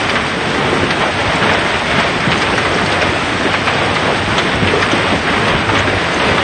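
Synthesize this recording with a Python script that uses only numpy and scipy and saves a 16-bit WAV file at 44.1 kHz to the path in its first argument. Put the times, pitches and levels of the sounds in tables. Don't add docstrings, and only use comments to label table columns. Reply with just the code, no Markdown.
import sys
import numpy as np
from scipy import signal
from scipy.fft import rfft, irfft, dct
from scipy.io import wavfile
from scipy.ndimage import uniform_filter1d

SR = 44100
rng = np.random.default_rng(int(sys.argv[2]) if len(sys.argv) > 2 else 0)


def dump_mix(stems):
    frames = np.atleast_2d(stems).T
    limited = np.clip(frames, -1, 1)
    pcm = np.round(limited * 32767).astype(np.int16)
    wavfile.write(sys.argv[1], SR, pcm)


def undo_db(level):
    steps = np.asarray(level, float) / 20
    return 10 ** steps


N = 283843

# (time [s], fall density [dB], wind drive onto roof [dB])
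STORM = [(0.0, -15.5, -23), (0.38, -18, -21), (0.68, -16, -16.5), (1.15, -16.5, -22.5),
         (1.52, -15.5, -18.5), (1.7, -15, -21), (2.26, -15.5, -20), (2.83, -14.5, -18.5),
         (3.05, -15.5, -20), (3.26, -16.5, -22), (3.98, -15, -18.5), (4.21, -15.5, -20), (4.86, -14.5, -18),
         (5.13, -15, -20.5), (5.47, -14, -17), (5.68, -16.5, -20.5), (6.2, -15.5, -21),
         (6.44, -15.5, -17.5)]
# (middle [s], length [s], change [dB])
FLURRIES = [(0.174, 0.039, 1.5), (0.749, .14, 0), (1.135, .08, -1), (1.469, .14, 2), (1.836, 0.087, -2),
            (2.0, 0.08, 0), (2.18, .08, -1.5), (2.944, 0.13, 0), (3.636, .07, -2.5), (3.97, 0.077, -1),
            (4.117, 0.056, -1), (4.227, .08, -1.5), (4.597, .05, -3), (4.858, 0.051, -0.5),
            (5.213, .07, -3), (5.676, .05, -1), (5.793, 0.076, 4), (5.844, 0.035, -2), (6.11, .12, 0.5),
            (6.274, .1, 3.5)]
# (start [s], length [s], level [dB])
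BOOM_GUSTS = [(0.453, 0.29, -26.5), (0.797, 0.056, -23.5), (1.264, 0.043, -18.5), (1.401, 0.086, -26.5),
              (1.532, 0.096, -24.5), (1.877, 0.086, -29), (2.17, 0.044, -20), (2.271, 0.116, -27),
              (2.436, 0.158, -24), (2.641, 0.3, -25), (3.06, 0.078, -24.5), (3.327, 0.22, -27.5),
              (3.752, 0.16, -26), (3.973, 0.114, -28.5), (4.197, 0.17, -22.5), (4.525, 0.18, -23),
              (4.929, 0.06, -27), (5.102, 0.35, -24.5), (5.503, 0.095, -19), (5.66, 0.34, -23),
              (6.051, 0.074, -28.5), (6.237, 0.112, -24)]
# (frequency [Hz], density [dB per Hz])
ROAR_COLOUR = [(15, -30.5), (25, -26.5), (71, -5), (96, -2.5), (404, -5), (545, -1), (896, -4), (1940, -5),
               (3030, -10.5), (4080, -14), (4860, -17), (6540, -24.5), (7410, -27.5), (8390, -21.5),
               (9500, -34), (12400, -84), (20900, -120)]
# (centre [Hz], width [Hz], gain [dB])
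ROOF_MODE = (96, 11, 5)
# (centre [Hz], width [Hz], gain [dB])
PORT_NOTCH = (7400, 700, -4)
# (time [s], rms of first 7 ms [dB], pitch [Hz])
TICKS = [(0.096, -23, 4760), (0.906, -21, 4470), (1.354, -30.5, 7720), (1.535, -29, 5080),
         (1.909, -33.5, 5240), (1.997, -28, 7700), (2.203, -28.5, 5060), (2.31, -29, 4650),
         (2.376, -27.5, 6190), (2.418, -24.5, 4900), (2.579, -28, 5600), (2.743, -28, 5360),
         (2.859, -25, 4440), (2.919, -30.5, 4490), (3.017, -24.5, 5260), (3.43, -29.5, 4510),
         (3.53, -31, 4900), (3.673, -37.5, 4560), (3.951, -24, 4260), (4.16, -34, 4660),
         (4.382, -25.5, 6080), (4.82, -22.5, 4940), (4.915, -27, 5800), (5.481, -24.5, 4440),
         (5.744, -32, 5530), (5.759, -30.5, 4480), (5.788, -26, 6280), (6.141, -26, 6060),
         (6.371, -32.5, 7960)]
# (peak time [s], peak level [dB], pitch [Hz])
THUDS = [(0.73, -3.5, 347), (0.833, -5, 262), (1.039, -5.5, 560), (1.424, -10, 134.4), (1.941, -8.5, 131),
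         (1.984, -5, 179), (2.279, -4.5, 131), (2.34, -9.5, 299), (2.539, -8, 488), (2.723, -4.5, 344),
         (2.762, -8, 319), (3.128, -8, 349), (3.455, -5, 263), (3.465, -6.5, 295), (3.819, -4.5, 470),
         (4.08, -3.5, 543), (4.126, -6.5, 351), (4.384, -7, 567), (4.625, -6.5, 256), (4.738, -0.5, 390),
         (4.774, -6, 407), (4.934, -3, 273), (5.128, -3.5, 264), (5.154, -9.5, 120), (5.736, -5.5, 268),
         (5.88, -3.5, 275), (5.933, -5.5, 388), (6.171, -11.5, 241), (6.3, -5.5, 505),
         (0.77, -10, 480), (1.279, -16, 109.6), (1.347, -9, 136.1), (1.46, -7, 550), (1.52, -8, 523),
             (2.168, -11, 225), (2.95, -7.5, 533), (3.03, -4.5, 473), (3.234, -13, 275),
             (3.279, -12.5, 262), (4.1, -7.5, 453), (4.63, -8.5, 150), (4.973, -9, 129.5),
             (5.401, -9.5, 138), (5.55, -7, 127)]
# (time [s], rms of first 12 ms [dB], pitch [Hz])
KNOCKS = [(0.094, -16.5, 2550), (0.155, -11, 1454), (0.906, -14.8, 1435), (1.017, -14, 1010),
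          (1.426, -14, 1570), (1.465, -21.5, 1154), (1.494, -17, 1540), (1.546, -19, 1510),
          (1.913, -22.5, 1860), (1.986, -11, 865), (2.028, -17, 2220), (2.317, -11.5, 2370),
          (2.419, -14, 1820), (2.578, -12, 1445), (2.65, -12.5, 1230), (2.786, -15.5, 1245),
          (2.922, -16.5, 3270), (3.019, -14.5, 2140), (3.54, -11.5, 1305), (3.672, -9.5, 1256),
          (3.682, -16, 2390), (3.961, -14, 1900), (4.381, -12, 3220), (4.673, -13, 2220),
          (4.825, -10.5, 1810), (4.916, -17.5, 3250), (5.69, -11.5, 1000), (5.752, -17, 2460),
          (5.874, -14.5, 1500), (6.38, -12, 1070)]
# (frequency [Hz], step [dB])
ROUNDING_STEP = [(100, -6.5), (500, -4.5), (900, -.5), (3000, 2.5), (4200, 4.5), (7300, 8.5), (8300, 5),
                 (9200, 11)]

ROOF_TOP_HZ, GROUND_TOP_HZ, LEAF_TOP_HZ = 500, 4000, 11500
GROUND_DB, ROOF_DB = -0.19, -0.43
BOOM_DB, BOOM_SHARE = -9, 0.3
LEAF_DB, LEAF_SHARE = -17, 0.48
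ROOF_FLURRY_SHARE = 0.8


def rms_one(x):
    return x / np.sqrt(np.mean(x ** 2) + 1e-20)


def drift(rate_hz):
    hop = 40
    r = np.exp(-2 * np.pi * hop * rate_hz / SR)
    noise = rng.standard_normal(N // hop + 2002)
    slow = signal.lfilter([1], [1, -2 * r, r * r], noise)[2000:]
    return np.interp(np.arange(N) / hop, np.arange(len(slow)), rms_one(slow))


def resonance(x, hz, width_hz):
    r = np.exp(-np.pi * width_hz / SR)
    poles = [1, -2 * r * np.cos(2 * np.pi * hz / SR), r * r]
    return signal.lfilter([(1 - r * r) / 2, 0, (r * r - 1) / 2], poles, x)


def flurries_db():
    t = np.arange(N) / SR
    return sum(change_db * np.exp(-0.5 * ((t - middle_s) / (length_s / 2)) ** 2)
               for middle_s, length_s, change_db in FLURRIES)


def follow(level_db, offset_db, share):
    mean_db = level_db.mean()
    return undo_db(mean_db + offset_db + share * (level_db - mean_db))


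def impacts(per_s, spread_db, blur_s):
    born = rng.random(N) < per_s / SR
    energy = born * undo_db(2 * spread_db * np.minimum(rng.exponential(1, N), 5))
    r = np.exp(-2 / (blur_s * SR))
    power = signal.lfilter([1 - r], [1, -r], energy + 1e-12)
    return rms_one(np.sqrt(power) * rng.standard_normal(N))


def hail_layer(low_hz, high_hz, per_s, spread_db, blur_s, far_db, patchy_db):
    hz = np.maximum(np.fft.rfftfreq(N, 1 / SR), 1)
    colour_hz, colour_db = np.transpose(ROAR_COLOUR)
    colour = undo_db(np.interp(np.log(hz), np.log(colour_hz), colour_db))
    for mode_hz, width_hz, mode_db in (ROOF_MODE, PORT_NOTCH):
        colour = colour * undo_db(mode_db / (1 + (2 * (hz - mode_hz) / width_hz) ** 2))
    stones = impacts(per_s, spread_db, blur_s) + undo_db(far_db) * rng.standard_normal(N)
    spectrum = colour * rfft(stones)
    out, gust = 0, drift(3.1)
    for centre_hz in low_hz * 2 ** np.arange(0.25, np.log2(high_hz / low_hz), 0.5):
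        share = np.cos(np.pi * np.clip(np.log2(hz / centre_hz), -0.5, 0.5)) ** 2
        out = out + irfft(share * spectrum, N) * undo_db(patchy_db * (1.1 * gust + drift(4.5)))
    return rms_one(out)


def leaves(fall_db):
    patter = hail_layer(GROUND_TOP_HZ, LEAF_TOP_HZ, per_s=500, spread_db=2.5, blur_s=0.006,
                        far_db=2.5, patchy_db=0.5)
    return follow(fall_db, LEAF_DB, LEAF_SHARE) * patter


def ground(fall_db):
    clatter = hail_layer(ROOF_TOP_HZ, GROUND_TOP_HZ, per_s=700, spread_db=2.5, blur_s=0.003,
                         far_db=3, patchy_db=0.52)
    return undo_db(fall_db + GROUND_DB) * clatter


def gusts():
    t = np.arange(N) / SR
    held = sum(undo_db(level_db) * (t > start_s) * (t < start_s + length_s)
               for start_s, length_s, level_db in BOOM_GUSTS)
    return uniform_filter1d(held, size=round(0.04 * SR))


def porch_boom(drive_db):
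    boom = hail_layer(ROOF_TOP_HZ / 32, ROOF_TOP_HZ / 4, per_s=300, spread_db=1, blur_s=0.05,
                      far_db=8, patchy_db=0.2)
    return np.maximum(follow(drive_db, BOOM_DB, BOOM_SHARE), gusts()) * boom


def roof(drive_db, flurry_db):
    drumming = hail_layer(ROOF_TOP_HZ / 4, ROOF_TOP_HZ, per_s=300, spread_db=2, blur_s=0.025,
                          far_db=5, patchy_db=0.3)
    return undo_db(drive_db + ROOF_DB + ROOF_FLURRY_SHARE * flurry_db) * drumming


def burst(dying_s, click_db):
    t = np.arange(SR // 5) / SR
    decay = undo_db(-60 * t / np.clip(dying_s, 0.004, 0.4))
    x = rng.standard_normal(len(t)) * decay * np.minimum(t / 0.0025, 1)
    x[0] = undo_db(click_db)
    return x


def add(track, at_s, level_db, sound):
    i = max(round(at_s * SR), 0)
    track[i:i + len(sound)] += (undo_db(level_db) * sound)[:N - i]


def ticks():
    out = np.zeros(N)
    for at_s, level_db, hz in TICKS:
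        x = burst(dying_s=0.05, click_db=12)
        spray = resonance(resonance(x, 4900, 2000), 4900, 2400)
        spray = spray + 0.3 * resonance(resonance(x, 8400, 1000), 8400, 1000)
        crack = resonance(resonance(x, hz, 700), hz, 1000) * 4600 / hz + 0.4 * spray
        add(out, at_s, level_db, crack / crack[:SR * 7 // 1000].std())
    return out


def thuds():
    out = np.zeros(N)
    for peak_s, peak_db, hz in THUDS:
        x = -burst(dying_s=0.15, click_db=27)
        thud = resonance(resonance(x, hz, 0.5 * hz), hz, 1.5 * hz)
        size = np.abs(thud)
        add(out, peak_s - np.argmax(size) / SR, peak_db - 1, thud / size.max())
    return out


def knocks():
    out = np.zeros(N)
    soft = signal.butter(4, [600, 3700], "band", fs=SR, output="sos")
    for at_s, level_db, hz in KNOCKS:
        x = burst(dying_s=0.11, click_db=19.5)
        ring = resonance(x, hz, 0.4 * hz) + 0.8 * resonance(x, 1200, 1300)
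        ring = signal.sosfilt(soft, ring)
        add(out, at_s + 0.0005, level_db + 0.7, ring / ring[:SR * 12 // 1000].std())
    return out


def scene():
    time_s, fall_db, drive_db = np.transpose(STORM)
    t = np.arange(N) / SR
    flurry_db = flurries_db()
    fall_db = np.interp(t, time_s, fall_db) + flurry_db
    drive_db = np.interp(t, time_s, drive_db)
    outside = leaves(fall_db) + ground(fall_db)
    overhead = porch_boom(drive_db) + roof(drive_db, flurry_db)
    return (outside + overhead + ticks() + thuds() + knocks())[None]


def starved_bands(x, wander_db, leak_db):
    size, shift = 1024, 339
    count = N // size + 3
    window = np.sin(np.pi * (np.arange(2 * size) + 0.5) / (2 * size))
    padded = np.pad(x, (2 * size - shift, 3 * size), "reflect")
    index = size * np.arange(count)[:, None] + np.arange(2 * size)
    a, b, c, d = np.split(padded[index] * window, 4, axis=1)
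    lines = dct(np.hstack([-c[:, ::-1] - d, a - b[:, ::-1]]), type=4, norm="ortho")
    hz = (np.arange(size) + 0.5) * SR / (2 * size)
    usual = np.sqrt(uniform_filter1d(np.mean(lines ** 2, axis=0), size=10))

    wander = uniform_filter1d(rng.standard_normal((count, size // 16)), size=3, axis=0)
    wander = np.repeat(wander, 16, axis=1) * np.minimum(hz / 7000, 1)
    loud = np.sqrt(np.mean((lines / usual)[:, :400] ** 2, axis=1, keepdims=True))
    step_db = np.interp(hz, *np.transpose(ROUNDING_STEP)) + wander_db * wander
    step = loud ** 0.69 * usual * undo_db(step_db)
    rounded = np.floor((np.abs(lines) / step) ** 0.75 + 0.4054) ** (4 / 3)
    rounded = step * np.sign(lines) * rounded
    top_hz = 9170 + 200 * np.maximum(uniform_filter1d(rng.standard_normal(count), size=2), -0.4)
    rounded = rounded * (hz < top_hz[:, None])

    spill = uniform_filter1d(uniform_filter1d(np.abs(rounded), size=50), size=5, axis=0)
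    rounded = rounded + undo_db(leak_db) * spill * rng.standard_normal(rounded.shape)

    u, v = np.split(dct(rounded, type=4, norm="ortho"), 2, axis=1)
    frames = np.hstack([v, -v[:, ::-1], -u[:, ::-1], -u]) * window
    joined = (frames[1:, :size] + frames[:-1, size:]).ravel()
    return joined[size - shift:][:N]


def low_pass(x):
    return signal.sosfilt(signal.butter(12, 9780, fs=SR, output="sos"), x)


def record(dry):
    x = 1.08 * np.tanh(dry[0] / 1.08)
    mix = starved_bands(x, wander_db=4.5, leak_db=-27)[None]
    return low_pass(mix)


dry = scene()
out = record(dry)
dump_mix(out)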